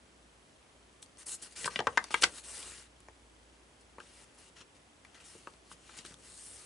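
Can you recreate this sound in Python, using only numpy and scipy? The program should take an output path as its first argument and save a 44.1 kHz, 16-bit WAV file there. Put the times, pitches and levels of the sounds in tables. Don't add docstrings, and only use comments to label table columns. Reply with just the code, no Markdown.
import sys
import numpy as np
from scipy import signal
from scipy.fft import rfft, irfft
from scipy.io import wavfile
from scipy.ndimage import uniform_filter1d

SR = 44100
rng = np.random.default_rng(int(sys.argv[2]) if len(sys.argv) > 2 else 0)


def ratio_of_db(decibels):
    return 10 ** (np.asarray(decibels, float) / 20)


def waveform_to_disk(signal):
    frames = np.transpose(np.atleast_2d(signal))
    scaled = np.clip(frames, -1, 1) * 32767
    samples = np.round(scaled).astype(np.int16)
    wavfile.write(sys.argv[1], SR, samples)


N = 293505

# frequency in Hz, density in dB per Hz.
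AIR_SPECTRUM = [(12, -38), (20, -14.5), (66, -1.5), (168, -7), (286, -3), (461, -6.5), (513, -6), (687, -8),
                (2740, -15), (3210, -15.5), (3760, -18), (10600, -21.5), (11500, -24), (15000, -76),
                (22000, -120)]
AIR_DB = -62
# frequency in Hz, correlation from 0 to 1.
AIR_LIKENESS = [(60, 0.99), (170, 0.85), (490, 0.47), (1390, 0.05), (3970, 0.38), (11300, 0.8)]
# time in seconds, level in dB.
HUM_SWELLS = [(0.0, -72), (0.37, -69), (0.5, -91), (0.78, -70), (1.0, -74), (1.22, -70), (1.45, -75),
              (1.61, -67.5), (3.24, -65.5), (4.99, -76.5), (5.71, -68), (6.66, -69.5)]
TICKS_PER_S, FIRST_TICK_S = 29.97, 0.0275

# frequency in Hz, time to fall 60 dB in seconds.
DESK_T60 = [(250, 0.39), (700, 0.19), (1500, 0.12), (4000, 0.081), (9000, 0.061)]
# frequency in Hz, gain in dB.
ECHO_APART = [(200, -15.5), (1000, -6.5), (5000, 6.5)]
# frequency in Hz, left minus right in dB.
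PAPER_LEFT_DB = [(60, 2.5), (170, -0.5), (490, 2), (1390, 4), (3970, 4), (11300, 1)]

# frequency in Hz, density in dB per Hz.
FIZZ_SPECTRUM = [(2500, -27.5), (4500, -9), (6000, -7.5), (8500, 2.5), (11000, -2.5)]
# frequency in Hz, density in dB per Hz.
SCRAPE_SPECTRUM = [(200, -9.5), (400, -6), (800, -8), (1500, -7.5), (2800, -5.5), (4500, -8.5),
                   (7000, -12.5), (11000, -89)]
# centre in Hz, width in Hz, relative level in dB.
SHEET_RINGS = [(1400, 302, -12.5), (1910, 220, -14), (2800, 360, -10.5), (4110, 250, -21)]
# time in seconds, level in dB.
LIFTED_PAGE = [(5.135, -85), (5.15, -66), (5.19, -66), (5.23, -75), (5.28, -73), (5.35, -77), (5.42, -85)]
# start in seconds, length in seconds, fizz in dB, scrape in dB, fizz change along the drag in dB.
PAGE_DRAGS = [(1.019, 0.012, -39.5, -66, -7.5), (1.177, 0.053, -50.5, -60, -3),
              (1.257, 0.094, -39, -58, 0.5), (1.372, .045, -62, -65.5, 2),
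              (1.416, 0.058, -38.5, -53, -16.5), (1.553, 0.086, -44, -52, 1.5),
              (1.697, 0.086, -51.5, -52, -8.5), (1.751, .34, -66.5, -62, 4.5), (2.101, 0.099, -47, -49, -6),
              (3.801, 0.016, -62, -69, -4), (3.992, 0.25, -67, -67.5, 9), (4.25, 0.14, -72, -73.5, -3),
              (4.338, .012, -62, -72, 0), (4.372, .12, -57.5, -65.5, -6), (4.553, 0.04, -67.5, -62, 7),
              (4.597, 0.019, -62, -55.5, -1), (4.742, 0.031, -66, -67, -3), (5.04, .1, -73, -70, -5),
              (5.143, 0.039, -59.5, -60, -13), (5.194, 0.028, -57.5, -64, -6),
              (6.041, 0.1, -50, -59, -11.5)]
CATCH_S, LET_GO_DB_PER_S = 0.011, 900
SHEET_FOLLOWS = 0.37
# peak in seconds, fizz in dB, scrape in dB, rise in seconds, fall in seconds.
EDGE_FLICKS = [(1.527, -54, -64.5, .08, .045), (1.66, -32.5, -42, 0.012, .028),
               (2.224, -23.5, -35, 0.011, 0.017), (2.237, -33.5, -35, 0.011, 0.052),
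               (2.385, -45.5, -53, 0.17, 0.055), (5.723, -51, -56, 0.04, .03),
               (5.987, -48.5, -51.5, 0.065, 0.057)]
FLICK_SPAN_DB = 20
# time in seconds, fizz in dB, scrape in dB.
PAGE_SLIDES = [
    [(2.426, -71, -68), (2.44, -50.5, -57.5), (2.566, -42.5, -55), (2.65, -47, -55), (2.798, -53, -58.5),
     (2.875, -69, -69)],
    [(5.225, -70, -71), (5.255, -54, -66), (5.31, -53.5, -64), (5.4, -60, -68), (5.5, -69, -70),
     (5.6, -80, -77)],
    [(5.6, -87, -82), (5.68, -70, -67.5), (5.76, -73, -76), (5.9, -59, -60.5), (5.96, -66, -61)],
    [(6.15, -70, -77), (6.26, -56, -63.5), (6.37, -51.5, -66.5), (6.48, -48.5, -66), (6.58, -51.5, -61),
     (6.66, -55.5, -64)],
]

# time in seconds, nominal peak in dB, pitch of the ring in Hz,
# thud in dB and crack in dB, both relative to the ring.
BUCKLES = [(1.026, -37, 3390, -11, 23), (1.06, -47.5, 696, -2, 15), (1.171, -45.5, 848, 0, 15),
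           (1.643, -23, 2300, -9, 4), (1.654, -31.5, 2420, -10, 20), (1.657, -22.5, 1450, -7, 1.5),
           (1.676, -18.5, 1400, -8, -30), (1.758, -17.5, 2900, -10, -35), (1.79, -17.5, 1800, -7.5, -11),
           (1.802, -21, 1010, -0.5, -26), (1.869, -11.5, 1220, -10, -38), (1.973, -9, 1440, -21, -12),
           (2.04, -27.5, 1280, -26, 8.5), (2.106, -30, 1490, -18.5, -6), (2.141, -11, 1960, -21.5, -2.5),
           (2.222, -17.5, 3400, -29, -7), (2.233, -11.5, 2920, -30, -6), (2.236, -8, 1860, -30, 3),
           (2.25, -26, 1430, -18, -8), (2.382, -36, 3300, -17, 4), (2.627, -33, 3180, -23, 6),
           (2.718, -41, 1480, 5, 9), (2.779, -43.5, 3480, -6, 3), (2.796, -41, 1020, -3, 13),
           (3.003, -46, 1600, 4, 14), (3.084, -36.5, 1100, -2, -6), (3.982, -33.5, 1310, -1.5, -19),
           (4.001, -36, 1670, -17, -6), (4.605, -45, 2700, -10, -22), (5.048, -41.5, 2100, -12, 6),
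           (5.144, -44.5, 2730, -4, 5), (5.202, -44, 2860, -6, -6), (5.351, -41, 900, 40, -5),
           (5.471, -29.5, 1035, -6, -38), (5.536, -47, 1220, -4, 9), (5.714, -36, 1490, -2, -17),
           (5.893, -40.5, 1310, -6, -6), (5.987, -32.5, 2880, 18, 27), (6.049, -35, 1780, 1, 4.5),
           (6.061, -35.5, 3480, 2, 24), (6.106, -42.5, 2580, 3, -3), (6.121, -43.5, 1520, -16, 3),
           (6.141, -38.5, 821, 13, 37)]
# frequency in Hz, time to fall 60 dB in seconds.
PAGES_T60 = [(150, 0.025), (500, 0.037), (1200, 0.036), (2500, 0.021), (5000, 0.0044), (10000, 0.0028)]
# frequency in Hz, relative level in dB.
THUD_SHAPE = [(120, -10), (300, -7.0), (550, -6.5), (1200, -32.0)]
CRACK_SHAPE = [(2500, -30.0), (5000, 1.5), (11500, -5.0)]


def unit_rms(x):
    return x / np.sqrt(np.mean(x ** 2) + 1e-20)


def read(points, hz):
    f, value = np.transpose(points)
    return np.interp(np.log(hz + 1), np.log(f + 1), value)


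def add(mix, s, sound):
    part = mix[round(s * SR):][:len(sound)]
    part += sound[:len(part)]


def high_pass(x, order, hz):
    return signal.sosfilt(signal.butter(order, hz, "high", fs=SR, output="sos"), x)


def colour(x, points):
    n = x.shape[-1]
    gain = ratio_of_db(read(points, np.fft.rfftfreq(n, 1 / SR)))
    return irfft(rfft(x) * gain, n)


def resonate(x, hz, width):
    turn = np.exp(2j * np.pi * np.cumsum(hz * np.ones(len(x))) / SR)
    r = np.exp(-np.pi * width / SR)
    smooth = signal.lfilter([1 - r], [1, -r], x / turn + 1e-18)
    return 2 * (turn * smooth).real


def air():
    hz = np.fft.rfftfreq(N, 1 / SR)
    left, other = rfft(rng.standard_normal((2, N)))
    same = np.clip(read(AIR_LIKENESS, hz), -1, 1)
    both = np.array([left, same * left + np.sqrt(1 - same ** 2) * other])
    hiss = unit_rms(irfft(both * ratio_of_db(read(AIR_SPECTRUM, hz)), N))
    whine = unit_rms(resonate(rng.standard_normal(N), 7870, 40))
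    return ratio_of_db(AIR_DB) * hiss + ratio_of_db(-85.0) * whine


def hum():
    t = np.arange(N) / SR
    waver = sum(np.sin(2 * np.pi * (f * t + rng.random())) for f in np.geomspace(0.4, 5, 9))
    drone = np.sin(2 * np.pi * np.cumsum(58 + 0.84 * waver) / SR)
    return ratio_of_db(np.interp(t, *np.transpose(HUM_SWELLS))) * unit_rms(drone)


def camera_ticks():
    out, t = np.zeros(N), np.arange(400) / SR
    shape = t / 0.00081 * np.exp(1 - t / 0.0008)
    for k, s in enumerate(np.arange(FIRST_TICK_S, N / SR, 1 / TICKS_PER_S)):
        hz, db = (3300, -60) if k % 2 == 0 else (3130, -63)
        level = ratio_of_db(db + 1.1 * rng.standard_normal())
        add(out, s, level * shape * np.sin(2 * np.pi * hz * t))
    return out


def echoes(x):
    taps = np.zeros((2, SR // 4))
    at = np.arange(60, SR // 4 - 20, 20) + rng.integers(0, 20, (2, (SR // 4 - 61) // 20))
    np.put_along_axis(taps, at, rng.choice([-1., 1.], at.shape), 1)
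    hz, t, z = signal.stft(taps, SR, nperseg=128)
    decay = ratio_of_db(-60 * t / read(DESK_T60, hz)[:, None])
    tail = signal.istft(z * decay, SR, nperseg=128)[1]
    return signal.fftconvolve(x[None], tail / np.linalg.norm(tail[0]), axes=1)[:, :N]


def contact():
    t, power = np.arange(N) / SR, np.zeros((2, N))
    share = np.array([[1], [SHEET_FOLLOWS]])
    for start, length, fizz_db, scrape_db, change_db in PAGE_DRAGS:
        along = share * change_db * np.clip((t - start) / length, 0, 1)
        gone = LET_GO_DB_PER_S * np.maximum(t - start - length, 0)
        caught = np.clip((t - start) / CATCH_S, 0, 1)
        power += (caught * ratio_of_db([[fizz_db], [scrape_db]] + along - gone)) ** 2
    for peak, fizz_db, scrape_db, rise, fall in EDGE_FLICKS:
        away = np.maximum((peak - t) / rise, (t - peak) / fall)
        power += ratio_of_db([[fizz_db], [scrape_db]] - FLICK_SPAN_DB * away) ** 2
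    for slide in PAGE_SLIDES:
        s, *columns = np.transpose(slide)
        power += ratio_of_db([np.interp(t, s, c, -200, -200) for c in columns]) ** 2
    return np.sqrt(power)


def rubbing():
    fizz, scrape = contact()
    noise, clump = rng.standard_normal((2, N))
    slips = noise * ratio_of_db(2.0 * np.minimum(rng.exponential(1, N), 3.5))
    slips *= ratio_of_db(1.1 * unit_rms(uniform_filter1d(clump, 150)))
    z = signal.stft(slips, nperseg=256)[2]
    over_hz = uniform_filter1d(rng.standard_normal(z.shape), 4, 0)
    patches = unit_rms(uniform_filter1d(over_hz, 22, 1))
    slips = signal.istft(z * ratio_of_db(2.0 * patches), nperseg=256)[1][:N]
    rings = sum(ratio_of_db(db) * unit_rms(resonate(slips, hz, width)) for hz, width, db in SHEET_RINGS)
    sheet = unit_rms(colour(slips, SCRAPE_SPECTRUM)) + rings
    raised = ratio_of_db(np.interp(np.arange(N) / SR, *np.transpose(LIFTED_PAGE), -200, -200))
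    skin = fizz * unit_rms(colour(slips, FIZZ_SPECTRUM))
    return skin + scrape * unit_rms(sheet) + raised * unit_rms(rings)


def snap(s, peak_db, ring_hz, thud_db, crack_db):
    t = np.arange(5000) / SR
    when, size, sign = rng.random((3, 7))
    length = 0.0045 * ratio_of_db(0.45 * (peak_db + 12))
    kicks = np.zeros(600)
    at = np.clip(when * length * SR, 0, 599).astype(int)
    np.add.at(kicks, at, (1 - when / 2) * size * np.sign(sign - 0.5))
    kicks[0] = 1

    place, phase = rng.random((2, 72, 1))
    hz = 120 * (11500 / 120) ** ((np.arange(72)[:, None] + place) / 72)
    octaves = np.log2(hz / ring_hz)
    thud = ratio_of_db(read(THUD_SHAPE, hz) + thud_db)
    ring = ratio_of_db(np.minimum(17 * octaves, -11 * octaves))
    crack = ratio_of_db(read(CRACK_SHAPE, hz) + crack_db)
    decay = ratio_of_db(-60 * t / read(PAGES_T60, hz))
    modes = decay * np.sin(2 * np.pi * (hz * t + 0.65 * phase)) * np.minimum(t / 0.0001, 1)

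    bright = high_pass(((ring + crack) * modes).sum(0), 2, 0.27 * ring_hz)
    soften = signal.butter(3, 650, fs=SR, output="sos")
    dull = signal.sosfilt(soften, (thud * modes).sum(0))
    sound = signal.fftconvolve(kicks, bright + dull)[:len(t)]
    sound = high_pass(sound, 4, 110)
    crest_db = 8.5
    loudest = np.sqrt(uniform_filter1d(sound ** 2, 130).max())
    return s + 0.001, ratio_of_db(peak_db - crest_db) * sound / loudest


def scene():
    paper = rubbing()
    for row in BUCKLES:
        add(paper, *snap(*row))
    tails = echoes(paper)
    alike = tails.mean(0)
    apart = colour(tails - alike, ECHO_APART)
    wet = paper + ratio_of_db(-11) * (alike + apart)
    sides = []
    for k, side in enumerate((1, -1)):
        sides.append(colour(wet[k], [(hz, side * db / 2) for hz, db in PAPER_LEFT_DB]))
    ticks = camera_ticks() * np.array([[1], [-1]])
    return np.array(sides) + air() + hum() + ticks


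def low_pass(x):
    return signal.sosfilt(signal.butter(12, 11920, fs=SR, output="sos"), x)


def record(dry):
    thin = high_pass(dry, 4, 45)
    band_limit = signal.firwin(401, 10990, window=("kaiser", 9), fs=SR)
    limited = signal.oaconvolve(thin, band_limit[None], "same")
    return low_pass(limited)


dry = scene()
out = record(dry)
waveform_to_disk(out)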